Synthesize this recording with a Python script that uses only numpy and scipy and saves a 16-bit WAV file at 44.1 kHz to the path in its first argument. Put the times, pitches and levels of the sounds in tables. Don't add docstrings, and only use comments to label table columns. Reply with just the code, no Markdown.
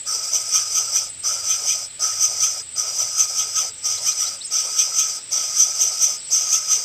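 import sys
import numpy as np
from scipy import signal
from scipy.fft import rfft, irfft
from scipy.io import wavfile
from scipy.ndimage import uniform_filter1d

SR = 44100
rng = np.random.default_rng(int(sys.argv[2]) if len(sys.argv) > 2 else 0)


def put_to_file(sound):
    columns = np.atleast_2d(sound).T
    safe = np.clip(columns, -1, 1)
    whole_steps = np.round(safe * 32767)
    wavfile.write(sys.argv[1], SR, whole_steps.astype(np.int16))


N = 301644


def from_db(db):
    return 10 ** (np.asarray(db) / 20)


def unit_rms(x):
    return x / np.sqrt(np.mean(x ** 2) + 1e-20)


def automation(rows):
    times, values = np.transpose(rows)
    return np.interp(np.arange(N) / SR, times, values)


def drift(rate_hz):
    hop, settle = 40, 2000
    pole = np.exp(-2 * np.pi * hop * rate_hz / SR)
    noise = rng.standard_normal(N // hop + settle + 2)
    slow = signal.lfilter([1], [1, -2 * pole, pole * pole], noise)[settle:]
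    return np.interp(np.arange(N) / hop, np.arange(len(slow)), unit_rms(slow))


def resonance(x, hz, width_hz):
    carrier = np.exp(2j * np.pi * np.cumsum(np.broadcast_to(hz, N)) / SR)
    skirts = signal.butter(3, width_hz / 2, fs=SR, output="sos")
    return unit_rms((signal.sosfilt(skirts, x * carrier.conj()) * carrier).real)


def leveller(x, span_s):
    return x / np.sqrt(np.abs(uniform_filter1d(x * x, int(span_s * SR))) + 1e-6)


def soft_limit(x, ceiling):
    amplitude_squared = 2 * np.abs(uniform_filter1d(x * x, size=30))
    return x / (1 + (amplitude_squared / ceiling ** 2) ** 2) ** (1 / 4)


def foliage(x, t60_s, wet_db):
    t = np.arange(SR // 2) / SR
    tail = rng.standard_normal(len(t)) * from_db(-60 * t / t60_s)
    return x + from_db(wet_db) * signal.fftconvolve(x, tail / np.linalg.norm(tail))[:N]


# frequency in Hz, relative spectral level in dB.
HUSH_EQ = [(25, -2.5), (55, -10), (105, 0.5), (160, -2.5), (330, -6), (560, -5.5), (950, -8.5), (1750, -6),
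           (2200, -2), (3500, 0.5), (5500, -2), (6600, -11), (9500, -28), (15000, -20.5)]
# time in seconds, level in dB.
HUSH_FADER = [(0, -45.5), (2.7, -46), (3.8, -45.5), (6.84, -44.5)]


def outdoors(rumble_db):
    hz = np.fft.rfftfreq(N, 1 / SR)
    eq_hz, eq_db = np.transpose(HUSH_EQ)
    colour = from_db(np.interp(np.log(hz + 1), np.log(eq_hz), eq_db))
    hush = unit_rms(irfft(rfft(rng.standard_normal(N)) * colour, N))
    rumble = resonance(rng.standard_normal(N), hz=103., width_hz=53)
    swell_db = automation([(0, -3), (1.1, 4.5), (3.3, 2.5), (4.2, 3), (4.7, -28), (6.84, -26)])
    return from_db(automation(HUSH_FADER)) * hush + from_db(rumble_db + swell_db) * rumble


# time in seconds, level in dB.
FAR_BIRD_FADER = [(0, -67), (2.7, -55), (3.75, -49), (4.45, -45), (5.25, -44), (6.23, -43.5), (6.84, -49)]


def far_birds(hz, width_hz, wander):
    calls = 0
    for _ in range(2):
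        band = resonance(rng.standard_normal(N), hz * (1 + wander * drift(8.2)), width_hz)
        calls += band * from_db(5.2 * drift(8.7))
    return from_db(automation(FAR_BIRD_FADER)) * unit_rms(calls)


# time in seconds, level in dB.
TWITTER_FADER = [(0, -34), (1.15, -34.5), (1.92, -37.5), (2.7, -36.5), (3.77, -36), (4.44, -34.5),
                 (5.25, -36), (6.23, -35.5), (6.84, -38)]


def twitter(top_hz, arch_hz, notes_per_s):
    notes = 0
    for shift_hz, db in [(0, 0), (-arch_hz / 2, -4)]:
        pace = notes_per_s * np.exp(.3 * drift(7.3))
        arch = np.sin(np.pi * np.cumsum(pace) / SR) ** 2
        hz = top_hz + shift_hz + arch_hz * (arch - 1) + 70 * drift(10) + 90 * drift(262)
        gain = (1.9 + arch) * from_db(db + 4.8 * drift(32))
        notes += gain * np.sin(2 * np.pi * np.cumsum(hz) / SR)
    haze = resonance(rng.standard_normal(N), top_hz - arch_hz, width_hz=1070)
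    blurred = foliage(unit_rms(notes), t60_s=.08, wet_db=-7) + from_db(-4) * haze
    return from_db(automation(TWITTER_FADER)) * unit_rms(blurred)


# start in seconds, level in dB, start pitch in Hz, end pitch in Hz, length in seconds.
CHIRP_CUES = [(1.874, -47, 4250, 4094, 0.05), (3.971, -28.5, 3400, 4880, 0.021),
              (4.112, -30, 3330, 4900, .028), (4.255, -29, 3190, 4860, 0.034),
              (4.401, -28.5, 3050, 4950, 0.0337), (4.421, -32, 5070, 5200, 0.051),
              (4.458, -33, 7000, 6630, 0.037), (6.234, -42, 4150, 4380, 0.045)]


def chirps(partial_ratio, partial_db):
    out = np.zeros(N)
    quiver = 1 + .022 * drift(400)
    for start_s, db, start_hz, end_hz, length_s in CHIRP_CUES:
        progress = np.linspace(0, 1, int(length_s * SR))
        at = int(start_s * SR) + np.arange(len(progress))
        glide_hz = start_hz + (end_hz - start_hz) * progress ** 0.904
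        phase = 2 * np.pi * np.cumsum(glide_hz * quiver[at]) / SR
        whistle = np.sin(phase) + from_db(partial_db) * np.sin(partial_ratio * phase)
        out[at] += from_db(db) * np.sin(np.pi * progress ** 1.2) ** 2 * whistle
    return foliage(out, t60_s=.14, wet_db=-10)


def surge_shape(peak_s, rise_s):
    age = np.arange(N) / SR - peak_s
    flank_s = np.where(age > 0, 1.45 * rise_s, rise_s)
    return np.exp(1 - np.hypot(1, np.clip(age / flank_s, -40, 40)))


# start and end in seconds, held effort in dB,
# then the opening push's effort, gape and windpipe ring in dB.
BEGGING_BOUTS = [(0.041, 1.125, -29, -24, -60, -38.5), (1.215, 1.898, -30.5, -21.5, -46, -34.5),
                 (1.979, 2.657, -29, -20.5, -44.5, -35), (2.741, 3.739, -30, -23, -49, -40),
                 (3.816, 4.408, -33.5, -18.5, -41, -39), (4.489, 5.226, -27.5, -20.5, -38.5, -47),
                 (5.293, 6.205, -27, -20.5, -40.5, -55), (6.29, 6.979, -29, -14.5, -40, -47)]
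# peak time in seconds,
# effort in dB, rise in seconds, gape in dB, windpipe ring in dB, beak pitch in Hz, squawk level in dB.
BEGGING_SURGES = [(0.353, -20, 0.012, -39, -49, 5940, -44), (0.557, -19.5, 0.02, -37.5, -34.5, 5990, -35.5),
                  (0.771, -18.5, 0.018, -38, -38.5, 6010, -40), (0.964, -18, .013, -38.5, -47, 6030, -38),
                  (1.507, -18, 0.018, -34, -37, 6040, -35.5), (1.698, -21, 0.02, -36.5, -50, 6036, -34),
                  (2.235, -18.5, .016, -41, -38, 5956, -41.5), (2.436, -17, .018, -37, -36, 6080, -36),
                  (3.0, -22.5, 0.022, -42, -46, 5935, -56), (3.196, -16.5, .017, -38, -35.5, 6100, -39),
                  (3.396, -19.5, 0.013, -33.5, -40, 6090, -43), (3.58, -20.5, .019, -35, -37.5, 6142, -37),
                  (4.077, -18, .015, -36.5, -36.5, 5980, -38), (4.222, -21.5, 0.024, -38.5, -41, 5807, -52),
                  (4.798, -18, .016, -33, -48, 6080, -34), (5.001, -17.5, 0.018, -34, -39, 6100, -36),
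                  (5.598, -15, .02, -36, -44, 5970, -45), (5.825, -16.5, .017, -34.5, -63, 6050, -49),
                  (6.035, -15, .016, -36, -50, 6112, -43), (6.537, -16.5, .016, -39, -39, 6240, -33.5),
                  (6.724, -17.5, 0.015, -34, -38.5, 6180, -45)]
# time in seconds, pitch in Hz.
BEAK_REST_PITCH = [(0, 5735), (1.2, 5840), (6.0, 5940), (6.84, 6103)]
# effort, gape and windpipe ring in dB.
FLOOR_DB = [-59, -57.5, -64]


def begging(attack_s, release_s, push_s, sag_db_per_s, gape_lag_s):
    t = np.arange(N) / SR
    effort, gape, ring, breath = np.zeros((4, N))
    for start_s, end_s, held_db, push_db, gape_db, ring_db in BEGGING_BOUTS:
        on = (t > start_s) & (t < end_s)
        age = t[on] - start_s
        breath[on] = (np.minimum(age / attack_s, 1) * np.minimum((end_s - t[on]) / release_s, 1)) ** 2
        held = from_db(held_db - sag_db_per_s * age)
        push = np.exp(-(age / push_s) ** 2)
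        effort[on] = held + from_db(push_db) * push
        gape[on] = from_db(-25) * held + from_db(gape_db) * push * 2 * age / push_s
        ring[on] = from_db(-15.5) * held + from_db(ring_db) * push
    rest_hz = automation(BEAK_REST_PITCH)
    beak_hz = rest_hz.copy()
    for peak_s, effort_db, rise_s, gape_db, ring_db, peak_hz, _ in BEGGING_SURGES:
        surge = surge_shape(peak_s, rise_s)
        effort += from_db(effort_db) * surge
        gape += from_db(gape_db) * surge
        ring += from_db(ring_db) * surge
        beak_hz += (peak_hz - rest_hz) * surge
    lag = np.exp(-1 / (gape_lag_s * SR))
    gape = signal.lfilter([1 - lag], [1, -lag], gape)
    floor = from_db(FLOOR_DB)[:, None]
    effort_db, gape_db, ring_db = 20 * np.log10(breath * [effort, gape, ring] + floor)
    return effort_db, gape_db, ring_db, beak_hz


# centre in Hz, width in Hz, level in dB relative to the surge's effort.
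SPIT_EQ = [(7030, 810, -15), (8500, 1550, -16.5), (12840, 1200, -17.5), (14100, 2800, -26)]


def spits(lead_s, rise_s, decay_s):
    t = np.arange(N) / SR
    bursts = 0
    for peak_s, effort_db, *_ in BEGGING_SURGES:
        age = np.maximum(t - peak_s + lead_s, 0)
        attack = 1 - np.exp(-age / rise_s)
        decay = np.exp(-np.minimum(age / decay_s, 10) ** 2)
        bursts += from_db(effort_db) * attack * decay
    noise = rng.standard_normal(N)
    hiss = sum(from_db(db) * resonance(noise, hz, width_hz) for hz, width_hz, db in SPIT_EQ)
    return bursts * hiss * from_db(3.5 * drift(300))


# start pitch in Hz, end pitch in Hz, level in dB relative to the squawk.
SQUAWK_GLIDES = [(2150, 2560, 0.5), (2750, 3420, -0.5), (5990, 5750, 14)]
SQUAWK_BEAK_HZ = 5943
HOOT_START_HZ, HOOT_END_HZ = 1251, 1304


def squawks(length_s, delay_s, waver):
    out = np.zeros(N)
    progress = np.linspace(0, 1, int(length_s * SR))
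    swell = np.sin(np.pi * progress) ** 2
    bends = [1 + waver * drift(29) + waver / 2 * drift(240) for _ in range(len(SQUAWK_GLIDES) + 1)]
    for peak_s, *_, ring_db, beak_hz, squawk_db in BEGGING_SURGES:
        at = int((peak_s + delay_s - length_s / 2) * SR) + np.arange(len(progress))
        transpose = (beak_hz / SQUAWK_BEAK_HZ) ** 2
        tones = [(transpose * start, transpose * end, squawk_db + db) for start, end, db in SQUAWK_GLIDES]
        hoot = (HOOT_START_HZ, HOOT_END_HZ, ring_db + 0.5)
        for (start_hz, end_hz, db), bend in zip(tones + [hoot], bends):
            hz = (start_hz + (end_hz - start_hz) * progress) * bend[at]
            out[at] += from_db(db) * swell * np.sin(2 * np.pi * np.cumsum(hz) / SR)
    return out


def syrinx(strain_db, pulse_hz, jitter, puff_s):
    rate_hz = pulse_hz * np.exp(.018 * strain_db + jitter * drift(130))
    slaps = np.diff(np.floor(np.cumsum(rate_hz) / SR), prepend=0)
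    puffs = signal.lfilter([1], [1, -np.exp(-1 / (puff_s * SR))], slaps + 1e-18)
    return unit_rms(slaps), unit_rms(puffs)


# multiple of the beak pitch, width in Hz, level in dB
# relative to the usual drive, dB gained per dB of drive, wander as a fraction of the centre.
BEAK_FORMANTS = [(.995, 800, -2.5, 1.0, 0.02), (1.025, 260, -6, 1.23, 0.016),
                 (.962, 101, -10, 1.04, 0.0068)]
# centre in Hz before tuning, then width, level, gain and wander as for the beak.
THROAT_FORMANTS = [(5200, 800, -9, 0.5, 0.013), (5111, 210, -10.5, 0.13, 0.019),
                   (7050, 1030, -12.5, 0.23, 0.019), (7650, 250, -20, 1.17, 0.013),
                   (8443, 490, -18, 0.27, 0.021), (9270, 400, -29, 0.33, 0.011),
                   (12030, 1700, -25, 0.72, 0.028), (11990, 690, -25.5, 0.64, 0.0082),
                   (13600, 3500, -29, 0.34, .005), (11250, 1500, -39, 0.37, 0.0043)]
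GAPE_FORMANTS = [(2498, 477, -6, 0.44, 0.038), (3320, 720, -5.5, 1.0, 0.027), (3740, 800, -7, 1.34, 0.027)]
GROWL_FORMANTS = [(582, 48, -29, -0.5, 0.0803), (647, 295, -30.5, 0, 0.03), (945, 426, -28.5, 0, 0.055)]
WINDPIPE_FORMANTS = [(1271.3, 68, -4.5, 1.0, 0.022), (1370, 350, -9, 0.85, 0.03)]
# time in seconds, extra effort in dB, half-width in seconds.
VOICE_CATCHES = [(0.334, 6, .005), (3.564, 3, .006)]
USUAL_EFFORT_DB, USUAL_GAPE_DB, USUAL_RING_DB = -24, -42, -42


def nestlings(hiss_db, flutter_db, growl_flutter_db, headroom_db, stretch_per_db):
    t = np.arange(N) / SR
    effort_db, gape_db, ring_db, beak_hz = begging(
        attack_s=.045, release_s=.057, push_s=.111, sag_db_per_s=1.33, gape_lag_s=.0047)
    for time_s, extra_db, width_s in VOICE_CATCHES:
        effort_db += extra_db * np.exp(-((t - time_s) / width_s) ** 2)
    strain_db = effort_db - USUAL_EFFORT_DB
    slaps, puffs = syrinx(strain_db, pulse_hz=339.9, jitter=.25, puff_s=.002)
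    exciters = [slaps + from_db(hiss_db) * puffs * noise for noise in rng.standard_normal((3, N))]

    def cavity(formants, drive_db, usual_db, tuning):
        out = 0
        for k, (centre, width_hz, db, growth, wander) in enumerate(formants):
            hz = centre * tuning * (1 + wander * drift(21.7))
            voice = resonance(exciters[k % len(exciters)], hz, width_hz)
            level_db = usual_db + db + growth * (drive_db - usual_db)
            out += leveller(voice, span_s=.02) * from_db(level_db)
        return out

    beak = cavity(BEAK_FORMANTS, effort_db, USUAL_EFFORT_DB, tuning=beak_hz)
    beak = soft_limit(beak, ceiling=from_db(effort_db + headroom_db))
    throat = cavity(THROAT_FORMANTS, effort_db, USUAL_EFFORT_DB, tuning=1 + stretch_per_db * strain_db)
    gape = cavity(GAPE_FORMANTS, gape_db, USUAL_GAPE_DB, tuning=.93)
    growl = cavity(GROWL_FORMANTS, effort_db, USUAL_EFFORT_DB, tuning=.938)
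    growl *= from_db(growl_flutter_db * drift(13.8))
    windpipe = cavity(WINDPIPE_FORMANTS, ring_db, USUAL_RING_DB, tuning=1) * from_db(2.8 * drift(38))
    gate = 1 / (1 + from_db(-35 - effort_db) ** 2)
    return (beak + throat + gape + growl) * gate * from_db(flutter_db * drift(23)) + windpipe


def scene():
    nest = nestlings(hiss_db=5.5, flutter_db=1.23, growl_flutter_db=3, headroom_db=8.5,
                     stretch_per_db=.0014)
    nest += squawks(length_s=.07, delay_s=.009, waver=.0086)
    nest += spits(lead_s=.022, rise_s=.013, decay_s=.039)
    foreground = foliage(nest, t60_s=.08, wet_db=-4)
    birds = twitter(top_hz=8143, arch_hz=304.2, notes_per_s=12)
    birds += chirps(partial_ratio=2.6, partial_db=-28)
    birds += far_birds(hz=5360, width_hz=770, wander=.076)
    return (foreground + birds + outdoors(rumble_db=-61.5))[None]


def record(dry):
    high_cut = signal.ellip(14, .1, 90, 15450, fs=SR, output="sos")
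    return signal.sosfilt(high_cut, soft_limit(dry, ceiling=.68))


dry = scene()
out = record(dry)
put_to_file(out)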